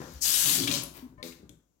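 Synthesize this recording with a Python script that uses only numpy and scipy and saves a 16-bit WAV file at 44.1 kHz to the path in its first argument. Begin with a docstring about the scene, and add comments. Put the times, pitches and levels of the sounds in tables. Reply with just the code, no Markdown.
"""A small, hard bathroom, at the basin, on a stereo microphone whose right side is shaded and duller.
Someone spits out toothpaste: a thin hiss widens into a jet, then breaks into wet spatter that drums on
the bowl while bubbles burst. Small drips, a short hollow note and the knocks and clatter of things
being handled follow. The walls ring on, their reflections shifting as the person moves."""
import sys
import numpy as np
from scipy import signal
from scipy.fft import rfft, irfft
from scipy.io import wavfile

SR = 44100
rng = np.random.default_rng(int(sys.argv[2]) if len(sys.argv) > 2 else 0)


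def wav_record(signal):
    """Record a signal, one row per channel, as 16-bit PCM in the file named by sys.argv[1]."""
    frames = np.transpose(np.atleast_2d(signal))
    bounded = np.clip(frames, -1, 1)
    # unit amplitude maps onto the largest positive 16-bit level
    quanta = np.round(bounded * 32767).astype(np.int16)
    wavfile.write(sys.argv[1], SR, quanta)


N = 79380
T = np.arange(N) / SR


def amp(db):
    """Decibels to gain."""
    return 10 ** (np.asarray(db) / 20)


def unit(x):
    """Scale to rms 1."""
    return x / np.sqrt(np.mean(x ** 2))


def noise():
    """White noise."""
    return rng.standard_normal(N)


def on_log(hz, points):
    """Read (frequency [Hz], value) points on a log-frequency axis."""
    f, values = np.array(points, float).T
    return np.interp(np.log(np.maximum(hz, 1)), np.log(f), values)


def filtered(x, gain_at, size=4096):
    """Minimum-phase filter with the given gain over frequency."""
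    gain = np.maximum(gain_at(np.fft.rfftfreq(size, 1 / SR)), 1e-6)
    cepstrum = irfft(np.log(gain))
    cepstrum[1:size // 2] *= 2
    cepstrum[size // 2 + 1:] = 0
    impulse = irfft(np.exp(rfft(cepstrum)))[:size // 2]
    return signal.oaconvolve(x, impulse)[:N]


def colour(x, points):
    """Give a sound a spectrum, keeping the power of white noise."""
    return filtered(x, lambda f: unit(amp(on_log(f, points))))


def resonate(x, hz, width):
    """One resonance, width in Hz, keeping the power of white noise."""
    b, a = signal.iirpeak(min(hz, .45 * SR), hz / width, fs=SR)
    return signal.lfilter(b, a, x) * np.sqrt(SR / (np.pi * width))


def ring(x, modes, size=12000):
    """Drive a set of damped modes, with no deep bass."""
    t = T[:size]
    body = sum(amp(db) * np.sin(2 * np.pi * hz * t) * amp(-60 * t / t60) for hz, db, t60 in modes)
    body = signal.sosfilt(signal.butter(4, 115, "high", fs=SR, output="sos"), body)
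    return signal.oaconvolve(x, body)[:N]


def drops(per_s, spread_db):
    """Random impacts, a few much larger than the rest; rms 1."""
    hits = rng.random(N) < per_s / SR
    size = np.minimum(rng.exponential(size=N), 4.5)
    return unit(hits * np.sign(noise()) * amp(spread_db * size))


def swell(start, attack, end, release, db):
    """Attack, hold and exponential release; times in seconds."""
    rise = np.clip((T - start) / attack, 0, 1) ** 2
    return amp(db) * rise * np.exp(-2 * np.maximum(T - end, 0) / release)


def curve(points):
    """Gain from (time [s], level [dB]) points."""
    return amp(np.interp(T, *np.array(points).T))


def burst(start, db, decay, size=8192):
    """A short contact: noise that starts at once and dies away."""
    out, i = np.zeros(N + size), int(start * SR)
    out[i:i + size] = amp(db) * rng.standard_normal(size) * np.exp(-T[:size] / decay)
    return out[:N]


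def tap(start, db):
    """A single clean blow."""
    return amp(db) * (np.arange(N) == int(start * SR))


def bumps(push_db=20):
    """Soft handling: each contact rubs, and thuds with a hard first push. Returns (rubs, thuds)."""
    # contacts: (time [s], thud level [dB], decay [s], rub level [dB])
    contacts = [(.002, -38, .012, -44), (.015, -42, .01, -40), (.039, -41, .012, -47),
                (.075, -54, .04, -57), (.112, -45, .012, -59), (1.12, -56, .025, -74),
                (1.402, -54, .012, -74), (1.431, -47, .025, -66), (1.495, -53, .04, -72)]
    # spectra of rub and thud: (frequency [Hz], level [dB])
    rub_colour = [(100, -10), (550, 0), (850, -5), (1300, -1), (1700, -6), (2200, -17), (8000, -24),
                  (16000, -35)]
    thud_colour = [(30, -20), (65, -3), (150, 0), (260, 0), (420, -8), (700, -24), (2000, -50),
                   (16000, -80)]
    rubs = sum(burst(start, db, decay) for start, _, decay, db in contacts)
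    thuds = sum(tap(start, db + push_db) + burst(start, db, decay) for start, db, decay, _ in contacts)
    return colour(rubs, rub_colour), colour(thuds, thud_colour)


def rumble(hz=59, width=18):
    """A narrow band of low noise, strongest at the start."""
    # fade of the rumble: (time [s], level [dB])
    levels = [(0, -47), (.16, -49), (.23, -59), (.7, -58), (1.0, -61), (1.55, -69), (1.68, -85)]
    return unit(resonate(resonate(noise(), hz, width), hz, width)) * curve(levels)


def sizzle():
    """A faint sizzle ahead of the spit."""
    # its spectrum: (frequency [Hz], level [dB])
    spectrum = [(880, -33), (1500, -4), (3020, -13), (5670, -2), (7260, -5), (8490, -23), (12600, -11),
                (15800, -17)]
    return colour(noise() * swell(start=-.05, attack=.02, end=.17, release=.05, db=-57), spectrum)


def cracks(relative_width=.18, crack_db=-11):
    """Short pitched cracks: wet pops, drips and smacks, and the first click of the clatter."""
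    # cracks: (time [s], level [dB], pitch [Hz], decay [s])
    events = [(.136, -45, 13000, .003), (.495, -22, 3900, .004), (.552, -21, 7400, .004),
              (.587, -27, 4200, .004), (.6005, -19, 4600, .002), (.636, -27, 3900, .004),
              (.673, -24.5, 2450, .007), (.676, -22, 3500, .008), (.709, -29, 2450, .005),
              (.713, -24, 3700, .008), (.779, -31, 6800, .004), (.8215, -37, 12500, .002),
              (.8345, -28.5, 11200, .004), (.939, -49, 11600, .002), (.9695, -38, 14500, .002),
              (.994, -49, 3200, .003), (1.228, -35, 3850, .004), (1.229, -40, 2200, .003),
              (1.323, -52, 2550, .008)]
    out = 0
    for start, db, hz, decay in events:
        push = burst(start, db, decay)
        out = out + resonate(push, hz, relative_width * hz) + amp(crack_db) * push
    return out


def bubbles(per_s, low_hz, high_hz, decay, db, size=1024):
    """Bursting bubbles, each a brief ping at its own pitch."""
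    out, t = np.zeros(N + size), T[:size]
    for when, pitch, strength in rng.random((int(per_s * N / SR), 3)):
        i, hz = int(when * N), low_hz * (high_hz / low_hz) ** pitch
        out[i:i + size] += strength ** 2 * np.sin(2 * np.pi * hz * t) * np.exp(-t / decay)
    return amp(db) * unit(out[:N])


def jet():
    """The spit starts as a thin hiss and opens into fine spray, fizzing with tiny bubbles."""
    # spectra of hiss and spray: (frequency [Hz], level [dB])
    hiss_colour = [(300, -45), (3000, -27), (4200, -15), (4900, 0), (7600, 0), (8800, -8), (12000, -7),
                   (16000, -14)]
    spray_colour = [(280, -52), (470, -27), (700, -17), (1200, -17), (1710, -10), (2230, -13), (2950, -5),
                    (5640, -3), (7900, 1), (8800, -6), (11000, -1), (12900, -1), (15800, -10)]
    thin = swell(start=.203, attack=.02, end=.245, release=.045, db=-27.5)
    opened = swell(start=.2, attack=.055, end=.555, release=.052, db=-25.8)
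    hiss = colour(noise() * thin, hiss_colour)
    spray = colour(drops(per_s=9000, spread_db=2.2) * opened, spray_colour)
    fizz = bubbles(per_s=260, low_hz=3300, high_hz=13000, decay=.0014, db=-8)
    return hiss + spray + fizz * opened


def bowl():
    """Liquid drums on the basin and sets its low modes going."""
    # basin modes: (frequency [Hz], level [dB], t60 [s])
    modes = [(140, -3, .16), (166, 2, .16), (195, -3, .08), (252, 0, .14), (280, 1, .14), (328, -6, .13),
             (560, -14, .16)]
    # drumming: (time [s], level [dB])
    drumming = [(.2, -58), (.42, -53), (.475, -39), (.57, -43), (.595, -32), (.635, -34), (.67, -42),
                (.705, -31), (.735, -39), (.79, -39), (.87, -53), (1.1, -62), (1.53, -63), (1.66, -82)]
    return unit(ring(noise(), modes)) * curve(drumming)


def spatter():
    """The jet breaks up into fewer, more uneven drops."""
    # flow of drops: (time [s], level [dB])
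    flow = [(.43, -60), (.485, -33), (.59, -37), (.64, -36), (.67, -42), (.76, -100)]
    # their spectrum: (frequency [Hz], level [dB])
    spectrum = [(530, -45), (900, -15), (1240, -12), (2010, -17), (3210, -3), (4080, -1), (7600, -5),
                (8780, -11), (11800, -7), (15800, -13)]
    return colour(drops(per_s=1800, spread_db=3.3) * curve(flow), spectrum)


def gush():
    """A last wet gush, crackling with larger bubbles."""
    # spectrum of its drops: (frequency [Hz], level [dB])
    spectrum = [(300, -33), (450, -19), (570, -1), (880, -15), (1050, -4), (1950, -16), (2350, -6),
                (2900, -8), (3900, 0), (7800, -2), (8800, -8), (15800, -11)]
    flow = swell(start=.655, attack=.05, end=.745, release=.05, db=-29.5)
    splash = colour(drops(per_s=1800, spread_db=3.3) * flow, spectrum)
    crackle = bubbles(per_s=170, low_hz=2300, high_hz=6000, decay=.0018, db=-6)
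    return splash + crackle * flow


def dribble():
    """The spit ends in a quiet, dull run of drops."""
    # their spectrum: (frequency [Hz], level [dB])
    spectrum = [(180, -34), (300, -3), (740, -14), (1010, -6), (1400, -15), (2550, -13), (8410, -22),
                (15800, -15)]
    flow = swell(start=.92, attack=.03, end=.98, release=.025, db=-49)
    return colour(drops(per_s=1500, spread_db=3) * flow, spectrum)


def hollow_note(hz=253):
    """A brief, pure low note."""
    level = swell(start=1.021, attack=.007, end=1.068, release=.01, db=-43)
    return np.sqrt(2) * np.sin(2 * np.pi * hz * T) * level


def knock():
    """A knock that rings briefly with a few wavering tones."""
    # its modes: (frequency [Hz], level [dB])
    modes = [(102, 3), (598, -1), (1028, -3), (1244, -14), (1798, -6), (2223, -16)]
    tones = 0
    for hz, db in modes:
        waver = 1 + .5 * resonate(noise(), hz=30, width=60)
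        tones = tones + amp(db) * np.sin(2 * np.pi * hz * T) * waver
    return unit(tones) * swell(start=1.173, attack=.007, end=1.21, release=.025, db=-51)


def clatter(rattle_db=-24):
    """A thing put down clicks and scrapes; its hollow body rattles and rings. Returns (surface, body)."""
    # blows: (time [s], body level [dB], decay [s], click level [dB])
    blows = [(1.2275, -46, .005, -49), (1.2393, -48, .008, -46), (1.2511, -50, .007, -46),
             (1.2629, -56, .01, -49), (1.2865, -54, .009, -46)]
    # spectrum of clicks and scrape: (frequency [Hz], level [dB])
    surface_colour = [(500, -25), (900, -9), (1400, -7), (2300, -7), (3050, -11), (3850, 1), (4400, -3),
                      (6800, -4), (8900, -11), (14000, -7), (15800, -12)]
    # body modes: (frequency [Hz], level [dB], t60 [s])
    modes = [(176, -6, .12), (252, 0, .18), (338, -5, .28), (423, -5, .22), (489, -2, .14), (585, -12, .33),
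             (785, -9, .1)]
    slide = swell(start=1.228, attack=.008, end=1.285, release=.022, db=-48.5)
    scrape = drops(per_s=2500, spread_db=2) * slide
    clicks = sum(burst(start, db, decay) for start, _, decay, db in blows)
    force = sum(tap(start, db) + burst(start, db + rattle_db, decay) for start, db, decay, _ in blows)
    return colour(scrape + clicks, surface_colour), ring(force, modes)


def tick():
    """A small hard contact with a few high resonances."""
    # resonances: (frequency [Hz], width [Hz], level [dB])
    peaks = [(2700, 500, -14), (3400, 800, -1), (5680, 400, -7), (7070, 900, -5), (9000, 12000, 0)]
    push = burst(start=1.4935, db=-47, decay=.002)
    return sum(amp(db) * resonate(push, hz, width) for hz, width, db in peaks)


def room_tail(gap_s=.003, size=32768):
    """Dense reflections off hard walls, each band with its own decay; energy 1."""
    # reverberation: (frequency [Hz], t60 [s])
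    decays = [(150, .5), (1000, .6), (2200, .39), (14000, .35)]
    spectrum = rfft(rng.standard_normal(size))
    f, t = np.fft.rfftfreq(size, 1 / SR), T[:size]
    tail = 0
    for hz, t60 in decays:
        band = on_log(f, [(centre, centre == hz) for centre, _ in decays])
        tail = tail + irfft(spectrum * band) * amp(-60 * t / t60)
    return unit(tail * (t > gap_s)) / np.sqrt(size)


def reflections(x):
    """Left and right reverberation, alike only in the bass."""
    left, other = room_tail(), room_tail()
    right = other + signal.sosfiltfilt(signal.butter(2, 500, fs=SR, output="sos"), left - other)
    return np.array([signal.fftconvolve(x, tail)[:N] for tail in (left, right)])


def noise_floor(db=-78):
    """Faint steady noise, separate on each side."""
    # its spectrum: (frequency [Hz], level [dB])
    spectrum = [(24, -35), (40, -5), (400, -5), (1840, -23), (4200, -24), (7000, -13), (8450, -26),
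                (15800, -20)]
    return amp(db) * np.array([colour(noise(), spectrum) for _ in range(2)])


def scene(sway_hz=2.5, right_bright_db=-5, right_lag_s=.00033):
    """Direct sound and room at the microphone; sharp and low sounds are drier than the spit."""
    rubs, thuds = bumps()
    clatter_surface, clatter_body = clatter()
    noisy = rubs + sizzle() + jet() + spatter() + gush() + dribble() + clatter_surface
    sharp = cracks() + knock() + tick()
    low = thuds + rumble() + bowl() + hollow_note() + clatter_body
    to_walls = amp(-1) * noisy + amp(-5) * sharp + amp(-11) * low
    sway = 2 * np.pi * sway_hz * T  # the moving body swings between two patterns of reflections
    room = reflections(to_walls * np.cos(sway)) + reflections(to_walls * np.sin(sway))
    bright = noisy + sharp
    right = np.interp(T - right_lag_s, T, amp(right_bright_db) * bright + low)
    return np.array([bright + low, right]) + room + noise_floor()


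def record(dry, gain_db=2.5, top_hz=15900):
    """The stereo microphone: its right port is shaded, and the top is cut on both sides."""
    # shading of the right port: (frequency [Hz], loss [dB])
    shade = [(60, 3.5), (250, 6), (600, 4.5), (1000, 8), (2000, 2), (4500, 14), (8000, 5.5), (13000, 12.5)]
    left = dry[0] * amp(gain_db)
    right = filtered(dry[1], lambda f: amp(gain_db - on_log(f, shade)))
    top_cut = signal.ellip(10, .2, 80, top_hz, fs=SR, output="sos")
    return signal.sosfilt(top_cut, np.array([left, right]))


dry = scene()
out = record(dry)
wav_record(out)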